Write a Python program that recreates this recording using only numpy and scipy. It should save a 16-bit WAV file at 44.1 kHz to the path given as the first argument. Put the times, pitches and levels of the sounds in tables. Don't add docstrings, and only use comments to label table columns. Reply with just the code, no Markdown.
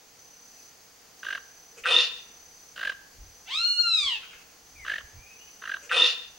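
import sys
import numpy as np
from scipy import signal
from scipy.fft import rfft, irfft, next_fast_len
from scipy.io import wavfile
from scipy.ndimage import map_coordinates

SR = 44100
rng = np.random.default_rng(int(sys.argv[2]) if len(sys.argv) > 2 else 0)


def wav_record(signal):
    frames = np.transpose(np.atleast_2d(signal))
    bounded = np.clip(frames, -1, 1)
    quanta = np.round(bounded * 32767).astype(np.int16)
    wavfile.write(sys.argv[1], SR, quanta)


N = 281358


def amp(db):
    return 10 ** (np.asarray(db) / 20)


def unit(x):
    return x / np.sqrt(np.mean(x ** 2) + 1e-20)


def along(points, hz):
    f, v = np.transpose(points)
    return np.interp(np.log(hz + 1), np.log(f + 1), v)


def clock():
    return np.arange(N) / SR


def curves(rows):
    s, *cols = np.transpose(rows)
    return [np.interp(clock(), s, c) for c in cols]


def gate(start, end, fade):
    return np.clip(np.minimum(clock() - start, end - clock()) / fade + .5, 0, 1)


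def wobble(rate, size=N):
    return map_coordinates(rng.standard_normal(int(size * rate / SR) + 4), [np.arange(size) * rate / SR])


def swell(t, peak, rise, fall):
    return np.exp(-.5 * ((t - peak) / np.where(t < peak, rise, fall)) ** 2)


def cycles(hz):
    return 2 * np.pi * np.cumsum(hz) / SR


def filtered(x, response):
    n = x.shape[-1]
    m = next_fast_len(n + 4096)
    return irfft(rfft(x, m) * response(np.fft.rfftfreq(m, 1 / SR)), m)[..., :n]


def coloured(x, spectrum):
    return unit(filtered(x, lambda hz: amp(along(spectrum, hz))))


def band(hz, centre, width):
    return 1j * hz * width / (centre ** 2 - hz ** 2 + 1j * hz * width)


def add(track, s, sound):
    part = track[round(s * SR):][:len(sound)]
    part += sound[:len(part)]


# frequency_hz, correlation (-1 to 1).
STEREO_LIKENESS = [(100, 0.97), (1000, 0.28), (4000, 0.47), (6500, 0.43), (11000, 1)]


def rush(spectrum):
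    def mid_and_side(hz):
        turn = np.arccos(np.clip(along(STEREO_LIKENESS, hz), -1, 1)) / 2
        return np.array([np.cos(turn), np.sin(turn)])

    mid, side = filtered(rng.standard_normal((2, N)), mid_and_side)
    return coloured(np.array([mid + side, mid - side]), spectrum)


# frequency_hz, relative_density_db.
AIR_COLOUR = [(25, 0.5), (80, -1.5), (200, 2.5), (400, 1), (470, 8), (560, -0.5), (750, 5.5), (950, 1),
              (2000, 0), (3800, -3.5), (8000, -16), (15000, -20.5)]
# frequency_hz, relative_density_db.
HISS_COLOUR = [(3200, -59), (4200, -6.5), (4800, -1.5), (5500, -6), (6150, 2), (6800, -4), (7500, -11.5),
               (10000, -16)]
# frequency_hz, relative_density_db.
BREEZE_COLOUR = [(12, -32.5), (20, -3), (70, 1), (152, -16), (231, -35.5), (300, -24.5), (390, -56),
                 (660, -120)]
# peak_s, spread_s, level_db (before a random flutter).
BREEZE_PUFFS = [(3.2, .028, -51), (3.265, .058, -56.5), (3.58, .028, -60.5), (4.054, .015, -56),
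                (4.8, .08, -61), (5.052, .015, -51), (5.184, .027, -46.5)]


def background():
    air = amp(-58 + 0.25 * wobble(4.3)) * rush(AIR_COLOUR)
    hiss = amp(-56.5 + 0.62 * wobble(5) + .5 * wobble(15)) * rush(HISS_COLOUR)
    puffs = sum(amp(db) * swell(clock(), s, spread, spread) for s, spread, db in BREEZE_PUFFS)
    steady = amp(np.interp(clock(), [1.2, 1.9], [-82, -73]))
    breeze = (puffs + steady) * amp(1.4 * wobble(22)) * rush(BREEZE_COLOUR)
    tone_hz = 15735
    tone = amp(-66.5) * (1 + .35 * wobble(30)) * np.sin(2 * np.pi * tone_hz * clock())
    return air + hiss + breeze + tone


# start_s, end_s, relative_level_db.
CRICKET_TRILLS = [(.181, .72, -54), (1.184, 1.74, -54.5), (2.186, 2.735, -53.5), (3.195, 3.76, -56),
                  (4.652, 4.88, -57.5), (5.322, 5.87, -53), (6.272, 6.45, -56)]
CRICKET_HZ, STROKE_HZ = 6055, 34.6
STROKE_DEPTH = .88
BUZZ_START_S, BUZZ_END_S, BUZZ_HZ, BUZZ_DB = 4.87, 5.32, 6170, -58


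def cricket():
    out = np.zeros(N)
    scrape = wobble(500)
    for start, end, db in CRICKET_TRILLS:
        stroke = (clock() - start) * STROKE_HZ % 1
        size = 1 - STROKE_DEPTH * np.cos(np.pi * stroke) ** 2
        pitch = CRICKET_HZ + 200 * (stroke - .5) + 55 * scrape
        out += amp(db + 4.5) * gate(start, end, .02) * size * np.sin(cycles(pitch))
    buzz = np.sin(cycles(BUZZ_HZ + 130 * scrape))
    return out + amp(BUZZ_DB) * gate(BUZZ_START_S, BUZZ_END_S, .02) * buzz


# start_s, length_s, first_pitch_hz, last_pitch_hz, relative_level_db (at the end).
FAR_WHISTLES = [(.55, .06, 2600, 2500, -62), (4.75, .095, 2470, 1990, -47), (5.17, .17, 2290, 2590, -52),
                (5.39, .04, 2820, 2930, -49)]
WHISTLE_SWELL_DB, WHISTLE_QUAVER = 10, .028


def whistles():
    out = np.zeros(N)
    for s, length, first_hz, last_hz, db in FAR_WHISTLES:
        progress = np.clip((clock() - s) / length, 0, 1)
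        glide_hz = first_hz + (last_hz - first_hz) * progress
        phase = cycles(glide_hz * (1 + WHISTLE_QUAVER * wobble(900)))
        size = amp(db - WHISTLE_SWELL_DB * (1 - progress)) * gate(s, s + length, .02)
        out += size * (np.sin(phase) + amp(-20) * np.sin(4 * phase))
    return out


# start_s, pulse_count, first_gap_s,
# gap_growth_s (per pulse), crest_s (after the start), first_level_db, crest_level_db,
# edge_level_db (at the crest), ring_hz (at the crest), late_lift_hz. Levels are relative.
CROAK_RUNS = [(1.235, 8, .01677, .00124, .108, -39, -29.5, -36.8, 1630, 0),
              (2.7652, 9, .01542, .00125, .126, -42.5, -27.5, -34, 1655, 0),
              (4.853, 9, .01463, .00144, .058, -43.5, -26.6, -35.5, 1680, 220),
              (5.625, 8, .01623, .00143, .116, -41.5, -29, -39.5, 1625, 0)]
CROAK_SWELL_POWER = 1.6
CROAK_SAG_DB_PER_S, CROAK_LAST_DB = 100, -9.5
CROAK_HZ_PER_DB, CROAK_EDGE_SHARE = 10.5, .68
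CROAK_LIFT_S, CROAK_LIFT_WIDTH_S = .108, .02


def croak_pulses():
    for s, count, gap, growth, crest, first_db, crest_db, edge_db, hz, lift_hz in CROAK_RUNS:
        k = np.arange(round(count))
        t = gap * k + growth * k * (k - 1) / 2
        effort = (first_db - crest_db) * np.maximum(1 - t / crest, 0) ** CROAK_SWELL_POWER
        effort = effort - CROAK_SAG_DB_PER_S * np.maximum(t - crest, 0)
        effort = effort + CROAK_LAST_DB * (k == k[-1])
        lift = lift_hz * swell(t, CROAK_LIFT_S, CROAK_LIFT_WIDTH_S, CROAK_LIFT_WIDTH_S)
        ring_hz = hz + CROAK_HZ_PER_DB * effort + lift
        yield from zip(s + t, ring_hz, crest_db + effort, edge_db + CROAK_EDGE_SHARE * effort)


# frequency_hz, relative_density_db.
EDGE_COLOUR = [(150, -14.5), (400, -10), (650, -1.5), (870, -23.5), (1300, -5.5), (1900, -3), (2300, -8),
               (2900, 5), (3300, -0.5), (4000, -3), (5200, -13.5), (7500, -23.5), (11000, -25.5),
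               (15000, -43.5)]
AFTERCLICK_S, AFTERCLICK_DB = .009, -11


def croaks():
    out, t = np.zeros(N), np.arange(SR // 25) / SR - 1 / 50
    burst = swell(t, -.002, .0024, .0055)
    afterclick = amp(AFTERCLICK_DB) * swell(t, AFTERCLICK_S, .001, .002)
    for s, hz, ring_db, edge_db in croak_pulses():
        hz = hz * (1 + .012 * rng.standard_normal())
        clean = np.clip((ring_db + 44.5) / 16, .15, .97)
        grain = np.sqrt(clean) + np.sqrt(1 - clean) * wobble(900, size=len(t))
        ring = grain * np.sin(cycles(hz * np.exp(-10 * t))) * swell(t, -.0004, .003, .0036)
        sweep_hz = hz * np.exp(-np.clip(t + 0.00046, -.009, .012) / 0.0074)
        sweep = np.sin(cycles(sweep_hz)) * swell(t, -.003, .0025, .004)
        sweep = sweep / (1 + (sweep_hz / 4200) ** 12)
        overtone = wobble(476, size=len(t)) * np.sin(cycles(np.full(len(t), 2920)))
        crackle = coloured(rng.standard_normal(len(t)), EDGE_COLOUR)
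        edge = clean * sweep + burst * (amp(-1) * crackle + amp(-2.5) * overtone) + afterclick * crackle
        add(out, s - 1 / 50, amp(ring_db + 6.0) * ring + amp(edge_db) * edge)
    return out


# peak_s, spread_s, chest_level_db, throat_level_db, hiss_level_db (before the trees' scatter).
GRUNT_PUFFS = [(1.787, .012, -53.5, -52, -52), (4.24, 0.015, -79, -48.5, -73),
               (4.339, 0.0186, -76, -50, -70), (4.393, 0.011, -85, -57.5, -80),
               (5.846, 0.017, -55, -54, -53.5)]


def grunts():
    chest_colour = [(300, -36), (490, -1.5), (700, -22), (1500, -52.5)]
    throat_colour = [(900, -20.5), (1400, -2), (1900, -12.5), (2600, 1.5), (3500, -19), (6000, -37.5)]
    hiss_colour = [(3500, -23.5), (6500, 1.5), (9000, -11), (13000, -24.5)]
    chest = coloured(rng.standard_normal(N), chest_colour)
    throat = coloured(rng.standard_normal(N), throat_colour)
    hiss = coloured(rng.standard_normal(N), hiss_colour)
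    out = np.zeros(N)
    for s, spread, chest_db, throat_db, hiss_db in GRUNT_PUFFS:
        voice = amp(chest_db) * chest + amp(throat_db) * throat + amp(hiss_db) * hiss
        out += swell(clock(), s, spread, spread) * voice
    return out


# start_s, relative_level_db.
SQUAWK_CALLS = [(1.836, 0), (5.893, 0)]
# centre_hz,
# width_hz (of one pass), level_db, peak_s (after the start), rise_s, fall_s, roughness (0-1).
SQUAWK_RESONANCES = [(346, 44, -50, 0.13, .03, .03, 0.9), (495.4, 55, -35, 0.084, 0.035, 0.059, 0.47),
                     (724, 110, -44.5, .07, .025, .045, 1), (1012, 150, -42.5, 0.081, 0.028, 0.076, 0.6),
                     (1455, 470, -23, 0.02, 0.0017, 0.014, 0), (1307, 200, -35.5, .09, 0.044, 0.058, 0.68),
                     (1867, 180, -38, 0.13, 0.11, .06, 0.9), (2564, 270, -28.5, .052, .02, 0.033, .5),
                     (2750, 310, -27, .13, .06, 0.067, 0.96), (3583, 154, -22.5, 0.14, 0.052, 0.046, 0.74),
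                     (2450, 450, -39, 0.0015, .0006, 0.0077, 0.4)]
# frequency_hz, relative_density_db.
SQUAWK_RUSH_COLOUR = [(200, -51), (340, -3), (750, 7.5), (870, -10.5), (1050, 5), (1500, -5), (1900, 11),
                      (2200, -16), (2500, -26), (3100, 12.5), (3600, 4.5), (4500, 1), (6000, -12.5),
                      (9500, -7), (11000, -18), (12500, -61)]
# frequency_hz, relative_density_db.
SQUAWK_HISS_COLOUR = [(2500, -32.5), (3300, 2), (4000, 2.5), (4800, -1), (6000, -7.5), (7200, -15.5),
                      (8000, -45.5), (10500, -22), (12500, -55)]
BEAT_FIRST_S, BEAT_GAP_S, BEAT_COUNT = .087, .0213, 5
BEAT_DB, BEAT_TAPER_DB = -13, 2.4


def squawks():
    t = np.arange(SR // 2) / SR
    buzz_hz = 174 * (1 + .12 * np.clip(t / 0.0827, 0, 1) * wobble(120, size=len(t)))
    phase = cycles(buzz_hz) + 2 * np.pi / 5
    pulses = np.diff(np.floor(phase / (2 * np.pi)), prepend=0)
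    tear = (1 + .5 * np.cos(phase)) * amp(2 * wobble(110, size=len(t)))
    turbulence = lambda: unit(rng.standard_normal(len(t)) * tear)
    call = np.zeros(len(t))
    for hz, width, db, peak, rise, fall, rough in SQUAWK_RESONANCES:
        source = np.sqrt(1 - rough) * unit(pulses) + np.sqrt(rough) * turbulence()
        voice = unit(filtered(source, lambda f: band(f, hz, width) ** 2))
        envelope = np.abs(signal.hilbert(voice))
        voice = unit(voice / np.sqrt(1 + 0.33 * envelope ** 2))
        call += amp(db) * voice * swell(t, peak, rise, fall)
    opening = np.clip((t - .012) / 0.024, 0, 1)
    call += amp(-34.5) * coloured(turbulence(), SQUAWK_RUSH_COLOUR) * opening * swell(t, 0.072, 0.085, 0.081)
    call += amp(-30.5) * coloured(turbulence(), SQUAWK_HISS_COLOUR) * opening * swell(t, 0.17, 0.078, 0.045)
    beats = np.zeros(len(t))
    for k in range(BEAT_COUNT):
        beat_db = BEAT_DB - BEAT_TAPER_DB * (k - BEAT_COUNT // 2) ** 2
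        beats += amp(beat_db) * swell(t, BEAT_FIRST_S + k * BEAT_GAP_S, .002, .002)
    call += beats * np.sin(cycles(3590 + 50 * wobble(93.3, size=len(t))))
    out = np.zeros(N)
    for s, db in SQUAWK_CALLS:
        add(out, s, amp(db) * call)
    return out


CRY_START_S, CRY_TOP_S, CRY_END_S = 3.47, 3.72, 4.17
CRY_START_HZ, CRY_TOP_HZ, CRY_END_HZ = 660, 1433, 850
CRY_RISE_POWER, CRY_FALL_POWER = 3.3, 2.15


def cry_pitch():
    rising = np.clip((CRY_TOP_S - clock()) / (CRY_TOP_S - CRY_START_S), 0, 1) ** CRY_RISE_POWER
    falling = np.clip((clock() - CRY_TOP_S) / (CRY_END_S - CRY_TOP_S), 0, 1) ** CRY_FALL_POWER
    return CRY_TOP_HZ + (CRY_START_HZ - CRY_TOP_HZ) * rising + (CRY_END_HZ - CRY_TOP_HZ) * falling


# time_s, relative_level_db.
CRY_FIRST_HARMONIC = [(3.47, -58), (3.51, -46), (3.61, -40), (3.764, -58), (3.792, -37), (3.91, -39),
                      (3.962, -53), (4.074, -44), (4.17, -53)]
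# time_s, relative_level_db.
CRY_THIRD_HARMONIC = [(3.47, -52), (3.526, -32), (3.636, -27), (3.642, -20), (3.678, -31), (3.686, -24),
                      (3.748, -38), (3.782, -20), (3.834, -28), (3.928, -23), (4.056, -33), (4.066, -25),
                      (4.17, -37)]
# frequency_hz, relative_level_db.
CRY_THROAT = [(2800, 33.5), (4200, 21), (5200, 12.5), (5800, 5.5), (7200, 4.5), (8600, 1), (9500, -11),
              (11500, -12), (12500, -36)]
# frequency_hz, relative_density_db.
CRY_RASP_COLOUR = [(700, -35), (2000, -14), (2900, -11), (3600, -2), (4400, -14), (6500, -20), (9000, -33),
                   (12000, -38)]
CRY_SECOND_DB, CRY_OVERTONES_DB = -40, -60.5
CRY_SLACK_HZ, CRY_SLACK_DB_PER_HZ = 1200, .042
CRY_PRESS_S, CRY_PRESS_RISE_S, CRY_PRESS_FALL_S, CRY_PRESS_DB = 3.99, .035, .085, 6.5


def cry():
    pitch = cry_pitch()
    (first_db,), (third_db,) = curves(CRY_FIRST_HARMONIC), curves(CRY_THIRD_HARMONIC)
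    slack_db = -CRY_SLACK_DB_PER_HZ * np.maximum(CRY_SLACK_HZ - pitch, 0)
    hoarse = np.clip((1360 - pitch) / 350, .03, 1)
    settling = 1 + 1.1 * swell(clock(), 3.49, .05, 0.074)
    jitter = (0.0023 + 0.0247 * hoarse * settling) * wobble(800)
    phase = cycles(pitch * (1 + jitter))
    press_db = CRY_PRESS_DB * swell(clock(), CRY_PRESS_S, CRY_PRESS_RISE_S, CRY_PRESS_FALL_S)
    levels = [first_db - 3.5, CRY_SECOND_DB + slack_db, third_db - 3]
    for k in range(4, 10):
        levels.append(CRY_OVERTONES_DB + slack_db + press_db + along(CRY_THROAT, k * pitch))
    voice = sum(amp(db) * np.sin(k * phase) for k, db in enumerate(levels, 1))
    rasp = coloured(rng.standard_normal(N), CRY_RASP_COLOUR) * (1 + .5 * np.cos(phase))
    voice = np.sqrt(2) * voice + amp(third_db - 22) * hoarse * settling * rasp
    return voice * gate(CRY_START_S, CRY_END_S, 0.028)


# frequency_hz, t60_s (time to fall by 60 dB).
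TREE_DECAY = [(300, 0.21), (1500, 0.7), (3500, 0.54), (6000, 0.59), (12000, 0.1)]


def trees(x, near_db, far_db, echo_db):
    hz, t, z = signal.stft(rng.standard_normal((2, SR)), SR, nperseg=256)
    decay = amp(-60 * t / along(TREE_DECAY, hz)[:, None])
    tail = signal.istft(z * decay, SR, nperseg=256)[1][:, :SR]
    t = np.arange(SR) / SR
    near = rng.standard_normal((2, SR)) * swell(t, 0.0091, 0.0028, 0.013)
    echo = rng.standard_normal((2, SR)) * swell(t, 0.1686, 0.0075, 0.011)
    parts = [(near_db, near), (far_db, tail), (echo_db, echo)]
    mid, side = sum(amp(db) * h / np.linalg.norm(h) for db, h in parts)
    side = filtered(side, lambda hz: hz / np.hypot(hz, 1100))
    return x + signal.fftconvolve(x[None], np.array([mid + side, mid - side]), axes=1)[:, :N]


def scene():
    trill = trees(cricket(), near_db=-13, far_db=-16, echo_db=-35)
    distant = amp(0.5) * trees(whistles(), near_db=-3.5, far_db=-1.5, echo_db=-6)
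    close = trees(croaks(), near_db=-12, far_db=-18, echo_db=-32) * amp([[-.5], [.5]])
    soft = trees(grunts(), near_db=-8.5, far_db=-3, echo_db=-15)
    harsh = trees(squawks(), near_db=-6, far_db=-12, echo_db=-22) * amp([[.35], [-.35]])
    long_cry = amp(1.0) * trees(cry(), near_db=0.5, far_db=-7.5, echo_db=-44) * amp([[.3], [-.3]])
    return background() + trill + distant + close + soft + harsh + long_cry


TOP_HZ = 15900


def record(dry):
    return filtered(dry, lambda hz: hz < TOP_HZ)


dry = scene()
out = record(dry)
wav_record(out)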